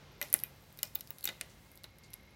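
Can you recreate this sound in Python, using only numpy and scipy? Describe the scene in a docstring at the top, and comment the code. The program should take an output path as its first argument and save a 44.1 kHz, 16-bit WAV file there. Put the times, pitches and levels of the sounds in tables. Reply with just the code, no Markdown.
"""In a small workshop, a motorised test stand slowly crushes a small brittle object, heard close by.
Each fracture releases stored strain as a sharp snap with a brief high ring. It knocks the stand into
resonance, and some fractures set a metal part pinging. Between the cracks the object ticks, creeps and
slips, over the hum and thin whine of the drive and the rumble and hiss of the room."""
import sys
import numpy as np
from scipy import signal
from scipy.fft import rfft, irfft
from scipy.io import wavfile
from scipy.ndimage import uniform_filter1d

SR = 44100
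rng = np.random.default_rng(int(sys.argv[2]) if len(sys.argv) > 2 else 0)


def digitize_waveform(pressure):
    """Quantize a signal to 16-bit integers and store it at the path in sys.argv[1].

    Rows of a 2-D input are taken as channels; values are limited to [-1, 1].
    """
    field = np.atleast_2d(pressure).T
    bounded = np.clip(field, -1, 1)
    quanta = np.round(bounded * 32767).astype(np.int16)
    wavfile.write(sys.argv[1], SR, quanta)


N = 103635


def undb(db):
    """Amplitude ratio: a factor of ten for every 20 dB."""
    return 10 ** (np.asarray(db) / 20)


def unit(x):
    """Normalisation to an rms of 1."""
    return x / np.sqrt(np.mean(x ** 2))


def burst(x, db):
    """Equal energy: a transient is scaled to match one millisecond at this level."""
    return x * undb(db) * np.sqrt(SR / 1000 / np.sum(x ** 2))


def band(x, lo, hi):
    """Causal band-pass filtering, with edges in Hz."""
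    hi = min(max(hi, lo + 100), SR / 2 - 500)
    return signal.sosfilt(signal.butter(2, [lo, hi], "band", fs=SR, output="sos"), x)


def resonate(x, hz, width_hz):
    """Forced response of one damped resonator, with gain 1 at its centre."""
    return signal.lfilter(*signal.iirpeak(hz, hz / width_hz, fs=SR), x)


def wander(rate_hz):
    """Slow fluctuation: random steps smoothed twice, with an rms of 1."""
    hold = int(SR / rate_hz)
    steps = np.repeat(rng.standard_normal(N // hold + 1), hold)
    return unit(uniform_filter1d(uniform_filter1d(steps, hold), hold)[:N])


def add(out, start, x):
    """Superposition: a sound joins the mix at its start in seconds."""
    i = int(np.clip(start * SR, 0, N - 1))
    out[i:i + len(x)] += x[:N - i]


def workshop():
    """Ambient noise: a low rumble and a soft hiss whose middle and treble drift in level."""
    # Background spectrum. Each row: frequency in Hz, relative spectral density in dB.
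    spectrum = [(15, -52), (25, -24), (43, 0.5), (92, 0), (190, -4), (309, -10), (531, -14), (936, -17),
                (1650, -20), (1940, -19), (2160, -23), (2350, -20.5), (10100, -29), (11900, -28.5),
                (16000, -29)]
    # Drift of the hiss. Each row: time in seconds, middle gain in dB, treble gain in dB.
    drift = [(0, 7, -2.5), (.2, 5.5, -4.5), (.4, 6.5, 0), (0.619, 3, 1.5), (1.15, 2, 6), (1.45, 4, 2.5),
             (1.68, 2.5, 2.5), (1.85, 0, -6.5), (2.1, 2, -6), (2.35, 2, -6.5)]
    t, f = np.arange(N) / SR, np.maximum(np.fft.rfftfreq(N, 1 / SR), 1)
    hz, db = np.transpose(spectrum)
    noise = rfft(rng.standard_normal(N)) * undb(np.interp(np.log(f), np.log(hz), db))
    noise = rfft(unit(irfft(noise, N)) * undb(-61.16))
    low, high = 1 / (1 + (f / 350) ** 4), 1 - 1 / (1 + (f / 6500) ** 14)
    times, middle_db, treble_db = np.transpose(drift)
    middle = irfft(noise * (1 - low - high), N) * undb(np.interp(t, times, middle_db))
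    treble = irfft(noise * high, N) * undb(np.interp(t, times, treble_db))
    return irfft(noise * low, N) + middle + treble


def wavering_tone(hz, db):
    """Random frequency and amplitude modulation make a sine tone waver."""
    amplitude = np.sqrt(2) * undb(db + 1.7 * wander(9.18))
    cycles = np.cumsum(hz + 2.44 * wander(16)) / SR
    return amplitude * np.sin(2 * np.pi * cycles)


def drive():
    """Tonal machine noise: the motor hums; its narrow-band whine dips, then grows with the load."""
    # Tones of the hum. Each row: frequency in Hz, level in dB before the common trim.
    hum_tones = [(59.2, -68.5), (107.7, -69), (532.9, -75.5), (1626, -81.5), (2116, -77.5), (3989, -82),
                 (4764, -85.5)]
    # Envelope of the whine. Each row: time in seconds, level in dB.
    whine_levels = [(0, -75), (1.3, -95), (1.7, -73.5), (2.0, -69.5), (2.35, -68.5)]
    trim_db, fade_db_per_s = -2.5, 4.5
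    whine_hz, width_hz = 2149, 94
    t = np.arange(N) / SR
    hum = sum(wavering_tone(hz, db + trim_db) for hz, db in hum_tones)
    motor = wavering_tone(hz=144.8, db=-65 - fade_db_per_s * t)
    whine = resonate(resonate(rng.standard_normal(N), whine_hz, width_hz), whine_hz, width_hz)
    return hum + motor + unit(whine) * undb(np.interp(t, *np.transpose(whine_levels)))


def room_tail(t, t60):
    """Reverberation: uneven reflections build up, then decay by 60 dB in t60 seconds."""
    delay_s, rise_s = 0.001, 0.0032
    rise = 1 - np.exp(-np.maximum(t - delay_s, 0) / rise_s)
    clumps = np.exp(0.32 * unit(uniform_filter1d(rng.standard_normal(len(t)), size=60)))
    return rng.standard_normal(len(t)) * clumps * rise * np.exp(-np.log(1000) * t / t60)


def slips():
    """Sliding friction: the object slips on the platen in grainy scrapes that start at once and fade."""
    # Each row: start in seconds, decay time constant in seconds, squeak in Hz, initial level in dB.
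    slip_events = [(0.237, 0.076, 10300, -58), (1.497, 0.026, 6100, -61.5), (2.035, 0.027, 4600, -60)]
    out, t = np.zeros(N), np.arange(SR // 5) / SR
    for start, decay_s, hz, db in slip_events:
        grit = rng.standard_normal(len(t)) * np.exp(.6 * rng.standard_normal(len(t)))
        scrape = band(grit, 3050, 8400) + 2.0 * resonate(grit, hz, width_hz=470)
        add(out, start, unit(scrape) * undb(db) * np.exp(-t / decay_s))
    return out


def fracture(t, decay_ms, impulse):
    """Stress release: one impulse, then splintering noise that decays exponentially."""
    splinters = rng.standard_normal(len(t)) * np.exp(-1000 * t / decay_ms)
    splinters /= np.sqrt(np.sum(splinters ** 2))
    splinters[0] += impulse
    return splinters


def creep():
    """Creep under load: tiny uneven steps ring faintly, their pitch and level slowly sinking."""
    median_steps_per_s, sag_hz_per_s, fade_db_per_s = 65, 360, 2.5
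    out, t = np.zeros(N), np.arange(SR // 50) / SR
    draws = rng.standard_normal((int(2 * median_steps_per_s * N / SR), 3))
    starts = 0.1 + np.cumsum(np.exp(.6 * draws[:, 0])) / median_steps_per_s
    for start, (_, size, pitch) in zip(starts[starts < N / SR], draws):
        hz = 12360 - sag_hz_per_s * start + 220 * pitch
        step = fracture(t, decay_ms=.6, impulse=1.5)
        ring = resonate(resonate(step, hz, width_hz=350), hz, width_hz=4000)
        add(out, start, burst(ring, db=-64 + 3.5 * size - fade_db_per_s * start))
    return out


def ticks():
    """Acoustic emission: tiny fractures between the cracks each give a high ring and a faint knock."""
    # Each row: start in seconds, ring frequency in Hz, knock level in dB, ring level in dB.
    tick_events = [(.2775, 12200, -68, -55), (.285, 10000, -55, -53), (0.302, 10200, -59, -46),
                   (0.3902, 11600, -43.5, -41), (0.4, 12000, -54, -41), (.7265, 12400, -71, -51.5),
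                   (0.774, 13200, -56, -48), (0.853, 11900, -46, -62), (.950, 13900, -56, -44),
                   (0.952, 14000, -58, -40), (0.989, 12300, -55, -51.5), (.9963, 12600, -62, -51),
                   (1.074, 12400, -50, -49), (1.1847, 11800, -49.5, -43.5), (1.209, 12000, -53, -46),
                   (1.2285, 12300, -47, -50), (1.2388, 13000, -53, -45), (1.2676, 12700, -46, -43),
                   (1.7165, 11900, -68, -50), (1.7559, 12200, -70, -49.5), (1.7748, 12100, -52, -48.5),
                   (1.836, 12100, -56, -47), (1.9852, 12300, -61.5, -51.5), (2.1045, 11400, -65, -54)]
    out, t = np.zeros(N), np.arange(SR // 10) / SR
    for start, ring_hz, knock_db, ring_db in tick_events:
        direct = burst(fracture(t, decay_ms=0.78, impulse=0.69), db=0)
        tick = direct + burst(room_tail(t, t60=0.093), db=-8)
        ring = resonate(band(tick, 6000, 16500), ring_hz, width_hz=2227)
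        knock = band(tick, 3600, 5400)
        add(out, start, burst(ring, ring_db) + burst(knock, knock_db))
    return out


def stand(x):
    """Structural resonance: the modes of the stand colour whatever knocks it."""
    # Each row: mode frequency in Hz, bandwidth in Hz, linear gain.
    modes = [(197, 73, 1.12), (352, 50, 1.1), (582, 91, 2.86), (820, 85, 1.52), (1255, 340, 0.53),
             (1460, 46, 1.6), (2016, 63, 2.8), (2475, 100, 0.78), (2890, 250, 1.12), (3752, 180, 1.33),
             (4190, 180, 0.84)]
    return x + sum(gain * resonate(x, hz, width_hz) for hz, width_hz, gain in modes)


def metal_ping(t):
    """Free vibration: a jolted metal part rings as a sum of damped sines."""
    # Each row: mode frequency in Hz, relative level in dB, time to fall 60 dB in seconds.
    modes = [(2440, -2, .17), (3850, -8, .1), (13640, 2, .19), (13760, -4, .16)]
    return sum(undb(db) * np.sin(2 * np.pi * hz * t) * np.exp(-np.log(1000) * t / t60)
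               for hz, db, t60 in modes)


def cracks():
    """Brittle fracture: each snap rings the fragment and knocks the stand, and the room reverberates."""
    # Each row: start in seconds, ring and knock frequencies in Hz, six band levels from low to high
    # in dB, gain of the treble sent into the room in dB, gain of the metal ping in dB.
    crack_events = [(.2145, 12300, 1990, -36, -26.5, -35, -35, -23.5, -26.5, -3, -50),
                    (0.226, 12400, 5780, -43.5, -44, -32, -34.5, -28.5, -34, 3, -75),
                    (.3282, 12500, 2000, -50, -46.5, -43, -35, -19, -24, -1, -75),
                    (.3403, 10880, 2030, -37, -29.5, -30, -25, -10, -14, -1, -50),
                    (0.4366, 12040, 2540, -52, -36.5, -42, -41.5, -22, -52, -3.5, -53),
                    (.7895, 12300, 3880, -55.5, -48, -41, -46.5, -37.5, -50, 3, -64),
                    (0.8308, 11730, 5240, -42.5, -37, -29.5, -23.5, -24, -20, -3, -51),
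                    (0.9549, 14100, 3670, -46.5, -42.5, -33, -48.5, -36, -19.5, -1.5, -56),
                    (1.0084, 11900, 5400, -62, -54, -41, -43, -34, -49, -3, -70),
                    (1.1056, 15800, 3680, -49, -46, -45, -53, -48, -28, 0, -70),
                    (1.2414, 13160, 4050, -66, -50, -51, -38, -39, -30.5, 4, -79.5),
                    (1.243, 12900, 4200, -56, -48, -39, -43, -24, -28, -2, -75),
                    (1.2543, 13850, 6880, -48.5, -34, -34, -29, -25, -19.5, 2.5, -75),
                    (1.2751, 12000, 3740, -44, -33, -26.5, -58, -35.5, -52, -2, -62),
                    (1.2895, 12050, 3670, -38, -29, -34, -37.5, -46, -56, -1, -79),
                    (1.4111, 9600, 1970, -45.5, -32, -32, -29.5, -30, -44, -7.5, -80),
                    (1.8414, 11020, 3960, -48, -43, -38, -50, -48, -48, 1, -73),
                    (2.1342, 11100, 5000, -66, -48.5, -41, -46.5, -48, -49, 3, -80),
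                    (2.14, 11250, 4000, -68, -62, -58, -50, -33, -45.5, -4, -83)]
    # Bands of a snap. Each row: lower and upper edges in Hz, decay time constant in ms, ratio of impulse
    # to splintering, relative room level in dB, reverberation time in seconds.
    bands = [(166, 1300, 3, 0.27, -1, 0.17), (1500, 3170, 6.9, 0.8, -14, 0.43),
             (2800, 6220, 2.8, 0.72, -14.5, 0.264), (5100, 9550, 1.28, 0.65, -13.5, 0.18),
             (9260, 13250, 1.8, 3.9, -21, 0.28), (12600, 20000, 0.433, 1.6, -19, 0.12)]
    treble_from_hz = 5000
    out, t = np.zeros(N), np.arange(SR // 3) / SR
    for start, ring_hz, knock_hz, *levels, send_db, ping_db in crack_events:
        for db, (lo, hi, decay_ms, impulse, room_db, t60) in zip(levels, bands):
            release = fracture(t, decay_ms, impulse)
            snap = stand(release) + 6.2 * resonate(release, ring_hz, width_hz=850)
            snap += 3.0 * resonate(release, knock_hz, width_hz=300)
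            add(out, start, burst(band(snap, lo, hi), db))
            reflections = room_tail(t, t60)
            tail = stand(reflections) + 1.5 * resonate(reflections, ring_hz, width_hz=1200)
            tail += 1.7 * resonate(reflections, knock_hz, width_hz=400)
            tail_db = db + room_db + send_db * (lo > treble_from_hz)
            add(out, start, burst(band(tail, lo, hi), tail_db))
        add(out, start, undb(ping_db) * metal_ping(t))
    return out


def scene():
    """Superposition of the breaking object, the drive and the workshop in one channel."""
    return (cracks() + ticks() + creep() + slips() + drive() + workshop())[None]


def record(dry):
    """Band limiting: a steep low-pass filter cuts the treble above 16 kHz."""
    return signal.sosfilt(signal.ellip(8, .2, 70, 16000, fs=SR, output="sos"), dry)


dry = scene()
out = record(dry)
digitize_waveform(out)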